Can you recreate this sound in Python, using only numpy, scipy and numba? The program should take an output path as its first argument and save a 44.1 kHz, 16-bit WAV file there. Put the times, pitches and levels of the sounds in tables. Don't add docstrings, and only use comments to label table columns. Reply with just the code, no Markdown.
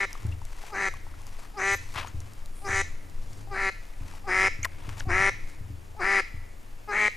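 import sys
import numpy as np
from scipy import signal
from scipy.io import wavfile
from scipy.ndimage import uniform_filter1d
from numba import njit

SR = 44100
rng = np.random.default_rng(int(sys.argv[2]) if len(sys.argv) > 2 else 0)


def master_out(mix):
    frames = np.transpose(np.atleast_2d(mix))
    ceiling = np.clip(frames, -1, 1)
    pcm = np.round(ceiling * 32767).astype(np.int16)
    wavfile.write(sys.argv[1], SR, pcm)


def linear_from_db(decibels):
    return 10 ** (np.asarray(decibels, float) / 20)


N = 315756


def noise():
    return rng.standard_normal(N)


def walk(rate_hz):
    hold = int(SR / rate_hz)
    return uniform_filter1d(np.repeat(rng.standard_normal(N // hold + 1), hold), hold)[:N]


def level(x, db):
    return x * linear_from_db(db) / np.sqrt(np.mean(x ** 2))


def steady(x):
    return x / np.sqrt(uniform_filter1d(x ** 2, size=900) + 1e-12)


def curves(table):
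    s, *columns = np.transpose(table)
    return [np.interp(np.arange(N) / SR, s, c) for c in columns]


def panned(x, pan_db):
    return np.array([x * linear_from_db(pan_db / 2), x * linear_from_db(-pan_db / 2)])


def add(out, s, sound):
    i = int(s * SR)
    out[i:i + len(sound)] += sound[:N - i]


@njit
def svf(x, hz, width):
    y, b, l = np.empty(len(x)), 0., 0.
    for i in range(len(x)):
        g, k = np.tan(np.pi * hz[i] / SR), width / hz[i]
        v = (b + g * (x[i] - l)) / (1 + g * (g + k))
        b, l, y[i] = 2 * v - b, l + 2 * g * v, k * v
    return y


def band(x, hz, width_hz):
    return svf(x, hz * np.ones(len(x)), float(width_hz))


def band2(x, hz, first_width_hz, second_width_hz):
    return band(band(x, hz, first_width_hz), hz, second_width_hz)


# voice start in seconds, break into strong-weak beats in seconds, cut-off in seconds.
QUACKS = [
    (-.15, -.12, .05),
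    (.729, .752, .886),
    (1.575, 1.6, 1.748),
    (2.65, 2.688, 2.816),
    (3.517, 3.556, 3.696),
    (4.277, 4.298, 4.481),
    (5.09, 5.105, 5.295),
    (6.0, 6.022, 6.204),
    (6.89, 6.936, 7.082),
]
# peak in dB, open bill resonance in Hz,
# rasp over the voice in dB, first rasp band in Hz, second rasp band in Hz.
EFFORT = [(-25.5, 1925, -18, 3600, 5300), (-26, 1850, -16, 6060, 4400), (-23.5, 1894, -13, 6100, 6200),
          (-24.5, 1887, -11.5, 6050, 6500), (-25.5, 1867, -18, 4400, 8900), (-21, 1935, -17, 5200, 8500),
          (-21, 1915, -18.5, 5540, 8500), (-21.5, 1915, -18.5, 4800, 8800), (-21, 2020, -20, 6300, 4100)]
# lead-in in Hz, dip at the break in Hz, bill open in Hz, swell in Hz, last in Hz.
PITCH = [(420, 380, 395, 400, 390), (443.1, 380, 396, 390, 382), (431, 374, 388, 393, 395),
         (408.8, 382, 394, 387, 392), (414.6, 378, 391, 388, 384), (418.5, 360, 374, 380, 386),
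         (390.3, 338, 370, 388, 394), (444.4, 348, 388, 396, 384), (423.4, 398, 426, 420, 420)]
# seconds after the break, weakness of every second pulse [0-1],
# strength of every fourth [0-1], roughness [0-1].
BEATING = [(.05, .55, .1, .15), (.07, .55, .15, .17), (.042, .45, 0, .05), (.08, .5, .12, .07),
           (.095, .5, .05, .06), (.05, .6, .18, .16), (.08, .6, .18, .15), (.05, .45, .17, .17),
           (.07, .68, .18, .14)]
# level against the peak in dB, bill opening share, rasp against its full level in dB.
STAGES = [
    (-31, .61, 2),
    (-25.5, 0.69, -8),
    (-12, 0.63, -1),
    (-7, 0.84, 0),
    (-3.5, 0.98, -2.7),
    (-1.23, 1.012, 0.5),
    (-0.6, 1.039, 0.5),
    (-1.94, 1.013, 2),
]


def isolated(calls, quiet_db=-118, fade_s=0.0078):
    rows = []
    for call in calls:
        (first_s, _, *first), (last_s, last_db, *last) = call[0], call[-1]
        rows += [(first_s - fade_s, quiet_db, *first), *call]
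        rows += [(last_s + fade_s, last_db - 20, *last), (last_s + 2 * fade_s, quiet_db, *last)]
    return rows


def stages():
    lead_s, whistle_s, open_s, close_s = .034, .011, .03, .02
    entry_s, entry_sharp, lead_flat = .007, 1.045, .92
    rasp_start_hz, break_rough = 4750, .29
    shape, pitch, beat = [], [], []
    for quack, effort, hz, (settle, *beats) in zip(QUACKS, EFFORT, PITCH, BEATING):
        on, brk, off = quack
        db, bill_hz, rasp_db, *rasp_hz = effort
        opened, peak = brk + open_s, off - close_s
        swell = opened + .55 * (peak - opened)
        times = [on - lead_s, on - whistle_s, on, brk, opened, swell, peak, off]
        call = []
        for s, (stage_db, share, stage_rasp_db) in zip(times, STAGES):
            colour = rasp_hz if s >= brk else [rasp_start_hz, rasp_start_hz]
            call.append((s, db + stage_db, bill_hz * share, rasp_db + stage_rasp_db, *colour))
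        shape.append(call)
        pitch += [(on - lead_s, lead_flat * hz[0]), (on - 2 * entry_s, hz[0]),
                  (on + entry_s, entry_sharp * hz[1]), *zip([brk, opened, swell, off], hz[1:])]
        beat += [(brk - .025, 0, 0, .07), (brk, .4, .15, break_rough),
                 (brk + settle / 2, *beats[:2], break_rough), (brk + settle, *beats), (off + lead_s, *beats)]
    return curves(isolated(shape)), curves(pitch)[0], curves(beat)


def folds(hz, half, quarter, rough, chance):
    weak_late, jitter = 0.13, .1
    turns = np.cumsum(hz) / SR
    k = np.arange(1, int(turns[-1]) - 1)
    at = np.interp(k, turns, np.arange(N))
    i = at.astype(int)
    size_chance, time_chance = chance[:len(k)].T
    size = (1 - half[i] * (k % 2)) * (1 + quarter[i] * np.cos(np.pi * k / 2))
    size = size * np.maximum(1 + 0.15 * rough[i] * size_chance, .1)
    at = at + (weak_late * half[i] * (k % 2) + jitter * rough[i] * time_chance) * SR / hz[i]
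    i = np.clip(at.astype(int), 0, N - 2)
    share = np.clip(at - i, 0, 1)
    return np.bincount(i, size * (1 - share), N) + np.bincount(i + 1, size * share, N)


# centre in Hz, width in Hz, level in dB.
THROAT = [(202, 168, -16.5), (347, 85, -9.5), (920, 890, -9.5), (1330, 112, -4.5), (2200, 53, -1)]


def throat_and_bill(source, calm, bright_hz):
    bill_width_hz = 426
    openness = bright_hz / 1900
    bill_hz = 1.002 * bright_hz
    bill = band2(source, bill_hz, 2.82 * bill_width_hz, bill_width_hz) * openness ** 5.5
    throat = 0
    for k, (hz, width, db) in enumerate(THROAT):
        mode = band2(calm if hz < 1000 else source, hz, 2.5 * width, width)
        throat = throat + (-1) ** k * linear_from_db(db) * mode * np.clip(1.1 * bill_hz / hz, 0, 1) ** 2.9
    both = bill + throat
    tract = signal.sosfilt(signal.butter(8, 2404, fs=SR, output="sos"), both)
    upper = band(band(both, 1.445 * bill_hz, 800), 1.44 * bill_hz, 800)
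    tract = tract + linear_from_db(-15.0) * upper * openness ** 4.0
    shut = signal.sosfilt(signal.butter(4, 1700, fs=SR, output="sos"), tract)
    return shut + (tract - shut) * np.clip(bright_hz / 1500, 0, 1) ** 2.5


# centre in Hz, width in Hz, level in dB.
RASP = [(3690, 3000, 11), (5900, 3170, 7.5), (7800, 240, -28), (10500, 2500, -4)]


def rasping_air(air, bright_hz, rasp_hz, side_hz):
    pipe_hz, pipe_ring = 995, .33
    rasp = sum(linear_from_db(db) * band2(air, hz, 3.7 * width, width) for hz, width, db in RASP)
    rasp = rasp * (bright_hz / 1900) ** 3.5
    rasp = rasp + linear_from_db(11.5) * band2(air, rasp_hz, 1500, 1000)
    rasp = rasp + linear_from_db(4.5) * band2(air, side_hz, 1600, 1400)
    rasp = signal.lfilter([1], [1, *np.zeros(round(SR / pipe_hz) - 1), -pipe_ring], rasp)
    return signal.sosfilt(signal.butter(4, [3150, 10500], "bandpass", fs=SR, output="sos"), rasp)


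@njit
def woods(x, lags, gain, damp):
    line, soft, out = np.zeros((8, 8192)), np.zeros(8), np.zeros((2, len(x)))
    for i in range(len(x)):
        total = 0.
        for k in range(8):
            soft[k] += (1 - damp) * (gain[k] * line[k, (i - lags[k]) & 8191] - soft[k])
            total += soft[k]
            out[k % 2, i] += soft[k]
        for k in range(8):
            line[k, i & 8191] = x[i] + soft[k] - total / 4
    return out


def woods_echo(voice):
    t60_s, damp = 0.98, 0.54
    lags = rng.integers(350, 4000, 8)
    shaken = np.arange(N) + 22.0 * uniform_filter1d(walk(23), size=1000)
    voice = np.interp(shaken, np.arange(N), voice)
    wash = woods(voice + 1e-18, lags, linear_from_db(-60 * lags / SR / t60_s), damp)
    wash = wash + .5 * wash[::-1]
    t = np.arange(12000) / SR
    scatter = rng.standard_normal((2, len(t))) * 1000. ** (-t / 0.42) * (1 - np.exp(-t / 0.0016))
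    tail = signal.fftconvolve(voice[None], scatter, axes=1)[:, :N]
    echo = linear_from_db(-23.5) * wash + linear_from_db(-40.5) * tail
    return np.array([band(e, 4000, 2800) + 1.18 * band2(e, 5540, 7800, 7800) for e in echo])


# time in seconds, left minus right in dB.
TURN = [(0, 2.5), (4.5, 2.5), (5.1, 3.5), (6.2, 4), (7, 3.5)]


def hen():
    (db, bright_hz, rasp_db, rasp_hz, side_hz), hz, (half, quarter, rough) = stages()
    db = np.where(np.abs(np.arange(N) / SR - 6.876 + .1) < .1, -118, db)
    chance = rng.standard_normal((4000, 2))
    pulses = folds(hz, half, quarter, rough, chance)
    calm_pulses = folds(hz, half, quarter, .8 * rough, chance)
    puff = signal.lfilter([1], [1, -np.exp(-1 / (0.0028 * SR))], pulses) * noise()
    tract = throat_and_bill(pulses + 0.3 * rough * puff, calm_pulses + .2 * rough * puff, bright_hz)
    faint = np.clip((-39.5 - db) / 10, 0, 1)
    whistle = faint * (half <= 1 / 4)
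    tone = np.sin(4 * np.pi * np.cumsum(hz) / SR)
    tract = (1 - 0.47 * whistle) * steady(tract) + 1.3 * whistle * tone
    rasp = rasping_air(puff + 3 * pulses, bright_hz, rasp_hz, side_hz)
    voice = linear_from_db(db) * (tract + linear_from_db(rasp_db) * steady(rasp))
    pop = np.hanning(700) * np.sin(2 * np.pi * 520 * np.arange(700) / SR)
    for (_, _, off), (peak_db, *_) in zip(QUACKS, EFFORT):
        add(voice, off - .004, linear_from_db(peak_db - 16.0) * pop)
    return panned(voice, curves(TURN)[0]) + woods_echo(voice)


# start in seconds, rise in seconds, fall in seconds,
# level in dB, treble over that level in dB.
RUSTLE = [(0.088, 0.014, 0.25, -53, -4), (.42, 0.27, 0.037, -51, -3.5), (.93, .52, .08, -56, -4),
          (1.77, 0.16, 0.048, -56, 5), (1.949, 0.025, 0.077, -33.5, -22.5), (2.052, .015, .055, -48, -9),
          (2.125, 0.028, 0.55, -61.5, -4), (2.82, 0.026, .1, -65, -58), (2.96, 0.45, .05, -65, 4.5),
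          (3.8, 0.073, .06, -67, 1), (3.919, 0.24, 0.08, -56, -3.5), (4.7, 0.16, .035, -54.5, -10),
          (4.864, 0.039, 0.046, -46.5, -10), (4.964, 0.033, 0.032, -44, -5), (5.4, 0.12, 0.053, -68.5, 9),
          (5.93, 0.017, 0.016, -75, -64)]
# start in seconds, length in seconds, level in dB, centre in Hz.
SWISHES = [
    (1.715, 0.068, -42, 12900),
    (2.503, 0.27, -48.5, 9300),
]


def rustle():
    t, low, high = np.arange(N) / SR, 0, 0
    for start, rise, fall, db, treble_db in RUSTLE:
        top, end = start + rise, start + rise + fall
        edge_db = db - 12.5
        brush_db = np.interp(t, [start - .03, start, top, end, end + 0.032], [-90, edge_db, db, edge_db, -90])
        low = low + linear_from_db(brush_db)
        high = high + linear_from_db(brush_db) * linear_from_db(treble_db)
    grains = noise() * linear_from_db(2.6 * rng.exponential(size=N) + 3 * walk(200))
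    dull = band(band(grains, 1100, 800), 940, 2700)
    dull = level(dull + 0.51 * band(band(grains, 2160, 3000), 1890, 1700), 0)
    bright = level(band(band(grains, 3000, 7700), 5000, 8300), 0)
    air, swish = noise(), 0
    for s, length, db, hz in SWISHES:
        fade = np.clip(np.minimum(t - s, s + length - t) / (0.25 * length), 0, 1)
        swish = swish + linear_from_db(db) * fade * band2(air, hz, hz / 2, hz / 2)
    return panned(low * dull, 8.3) + high * bright + swish


# time in seconds, ring peak in dB, ring in Hz, click in dB.
TICKS = [(0.13, -44, 1260, -22), (0.153, -28.5, 1170, -54), (0.267, -83, 629, -30),
         (0.417, -33, 936, -37.5), (0.452, -51, 646, -29.5), (0.566, -52, 1030, -35),
         (0.638, -31.5, 795, -54), (0.939, -29.5, 1110, -32.5), (1.067, -35.5, 870, -65),
         (1.14, -36.5, 1330, -61), (1.218, -59, 877, -35), (1.268, -42, 1030, -30), (1.389, -39, 675, -47),
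         (2.048, -25.5, 970, -51), (2.08, -35, 1320, -41), (2.204, -52, 696, -28.5), (2.335, -53, 662, -33),
         (2.459, -53, 810, -27.5), (3.098, -57, 850, -34.5), (3.332, -72, 785, -37), (3.374, -61, 750, -38),
         (3.473, -39, 781, -54), (4.079, -58, 710, -35), (4.138, -38, 895, -35), (4.824, -40, 940, -55),
         (4.869, -38, 2570, -39), (4.934, -56, 717, -52), (5.499, -39, 2052, -34.5), (5.949, -42, 691, -66)]
# start in seconds, length in seconds, first pitch in Hz, last pitch in Hz, level in dB.
SQUEAKS = [(0.319, 0.013, 2640, 2800, -44), (2.08, 0.0075, 6680, 6500, -42.5),
           (4.82, 0.0062, 3230, 3460, -53), (5.005, 0.0041, 1792, 1493, -30),
           (4.6292, 0.0046, 5900, 6850, -27.5), (4.634, 0.0057, 6860, 7400, -36),
           (4.639, 0.0065, 7460, 6040, -40), (4.63, 0.013, 1980, 2500, -31.5),
           (4.645, 0.0063, 2130, 1790, -21.5), (4.648, .012, 616, 595, -41),
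           (4.649, 0.006, 1520, 1350, -26), (4.651, 0.015, 1070, 1020, -32.5),
           (4.653, 0.0036, 1700, 1880, -22.5), (4.99, 0.0038, 7400, 6700, -47),
           (4.994, 0.017, 9100, 1300, -38)]


def ticks():
    out, click, scrape = np.zeros(N), np.zeros(N), np.zeros(N)
    t = np.arange(4000) / SR
    for s, db, hz, click_db in TICKS:
        add(out, s, linear_from_db(db - 3.0) * np.sin(2 * np.pi * hz * t) * 1000. ** (-t / (20.0 / hz)))
        add(click, s, linear_from_db(click_db) * rng.standard_normal(200) * np.exp(-t[:200] / 0.00075))
    for s, length, hz0, hz1, db in SQUEAKS:
        hz = np.linspace(hz0, hz1, int(length * SR))
        grip = 1 + 2.5 * uniform_filter1d(rng.standard_normal(len(hz)), size=30)
        glide = np.sin(2 * np.pi * np.cumsum(hz) / SR)
        add(out, s, linear_from_db(db) * np.hanning(len(hz)) ** 0.32 * grip * glide)
    add(scrape, 4.642, linear_from_db(-25.0) * np.hanning(720) * rng.standard_normal(720))
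    clicks = band(band(click, 6200, 6200), 6000, 12000)
    return panned(out + band(scrape, 2720, 4700), 6.3) + linear_from_db(-1.5) * clicks


# frequency in Hz, 60 dB decay in seconds, level in dB.
BODY = [(80.6, 0.56, 10), (103.33, 0.59, 5.5), (114.4, 1, -24), (185.6, 0.9, -16), (277.5, 0.24, -10),
        (61, 0.9, -35)]


def body_ring(x):
    return sum(linear_from_db(db) * band(x, hz, np.log(1000) / np.pi / t60) for hz, t60, db in BODY)


# time in seconds, peak in dB.
KNOCKS = [(0.25, -25.5), (1.717, -38), (1.959, -37.5), (2.144, -33), (2.692, -34.5), (3.304, -42.5),
          (4.009, -36.5), (4.59, -33.5), (4.881, -30.5), (5.069, -26), (5.201, -31.5), (5.609, -36),
          (5.702, -32), (6.341, -35)]
# time in seconds, level in dB.
GRIP = [(0, -38.5), (.18, -53), (.26, -30), (.56, -67.5), (.8, -40.5), (1.45, -49.5), (2.21, -41.5),
        (2.53, -50.5), (2.73, -38.5), (3.0, -42), (3.63, -42), (3.93, -56), (4.03, -39.5), (4.25, -44),
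        (5.1, -38), (5.72, -43.5), (6.34, -52), (7.16, -50)]
# time in seconds, level in dB.
GUST = [(0.0, -41), (0.28, -35), (0.38, -43), (0.46, -30.5), (0.64, -40), (4.03, -36.5), (4.07, -42.5),
        (5.08, -32.5), (6.02, -45.5), (6.04, -38), (6.92, -39), (7.16, -47)]


def handling():
    shake_db, rumble_db = curves(GRIP)[0], curves(GUST)[0] + 1.7
    blows = np.zeros(N)
    for s, db in KNOCKS:
        add(blows, s, -linear_from_db(db) * np.hanning(130))
    shake = linear_from_db(shake_db) * level(body_ring(noise()), -5.0)
    air = band(band(band(noise(), 12.7, 17.5), 12.9, 22.3), 13.3, 14.6)
    rumble = linear_from_db(rumble_db) * level(air, 0)
    sway = linear_from_db(shake_db) * level(band(noise(), 86, 35), -12) * np.array([[1], [-1]])
    return panned(linear_from_db(19.5) * body_ring(blows) + linear_from_db(-37) * blows + shake + rumble, 2.5) + sway


# frequency in Hz, density in dB per Hz.
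HISS = [(82, -31), (140, -1.5), (644, -9), (952, -12), (1460, -17), (2040, -14), (3200, -21), (12800, -22),
        (14100, -24.5), (15000, -50)]


def hiss():
    out, (curve_hz, curve_db) = 0, np.transpose(HISS)
    for hz in 150 * 2 ** np.arange(0, 6.6, .5):
        mid, side = (band2(noise(), hz, hz / 2, hz / 2) for _ in range(2))
        db = np.interp(np.log(hz), np.log(curve_hz), curve_db) + 1.0 * walk(16.0)
        out = out + linear_from_db(db) * (mid * np.array([[1.1], [.9]]) + 0.95 * side * np.array([[1], [-1]]))
    return level(out, -54.5)


def scene():
    return hen() + rustle() + ticks() + handling() + hiss()


def low_pass(x):
    return signal.sosfilt(signal.butter(12, 15190, fs=SR, output="sos"), x)


def record(dry):
    mid, side = (dry[0] + dry[1]) / 2, (dry[0] - dry[1]) / 2
    side = signal.sosfiltfilt(signal.butter(8, 3150, fs=SR, output="sos"), side)
    mid = signal.sosfilt(signal.ellip(8, .2, 70, 14500, fs=SR, output="sos"), mid)
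    return low_pass(np.array([mid + side, mid - side]))


dry = scene()
out = record(dry)
master_out(out)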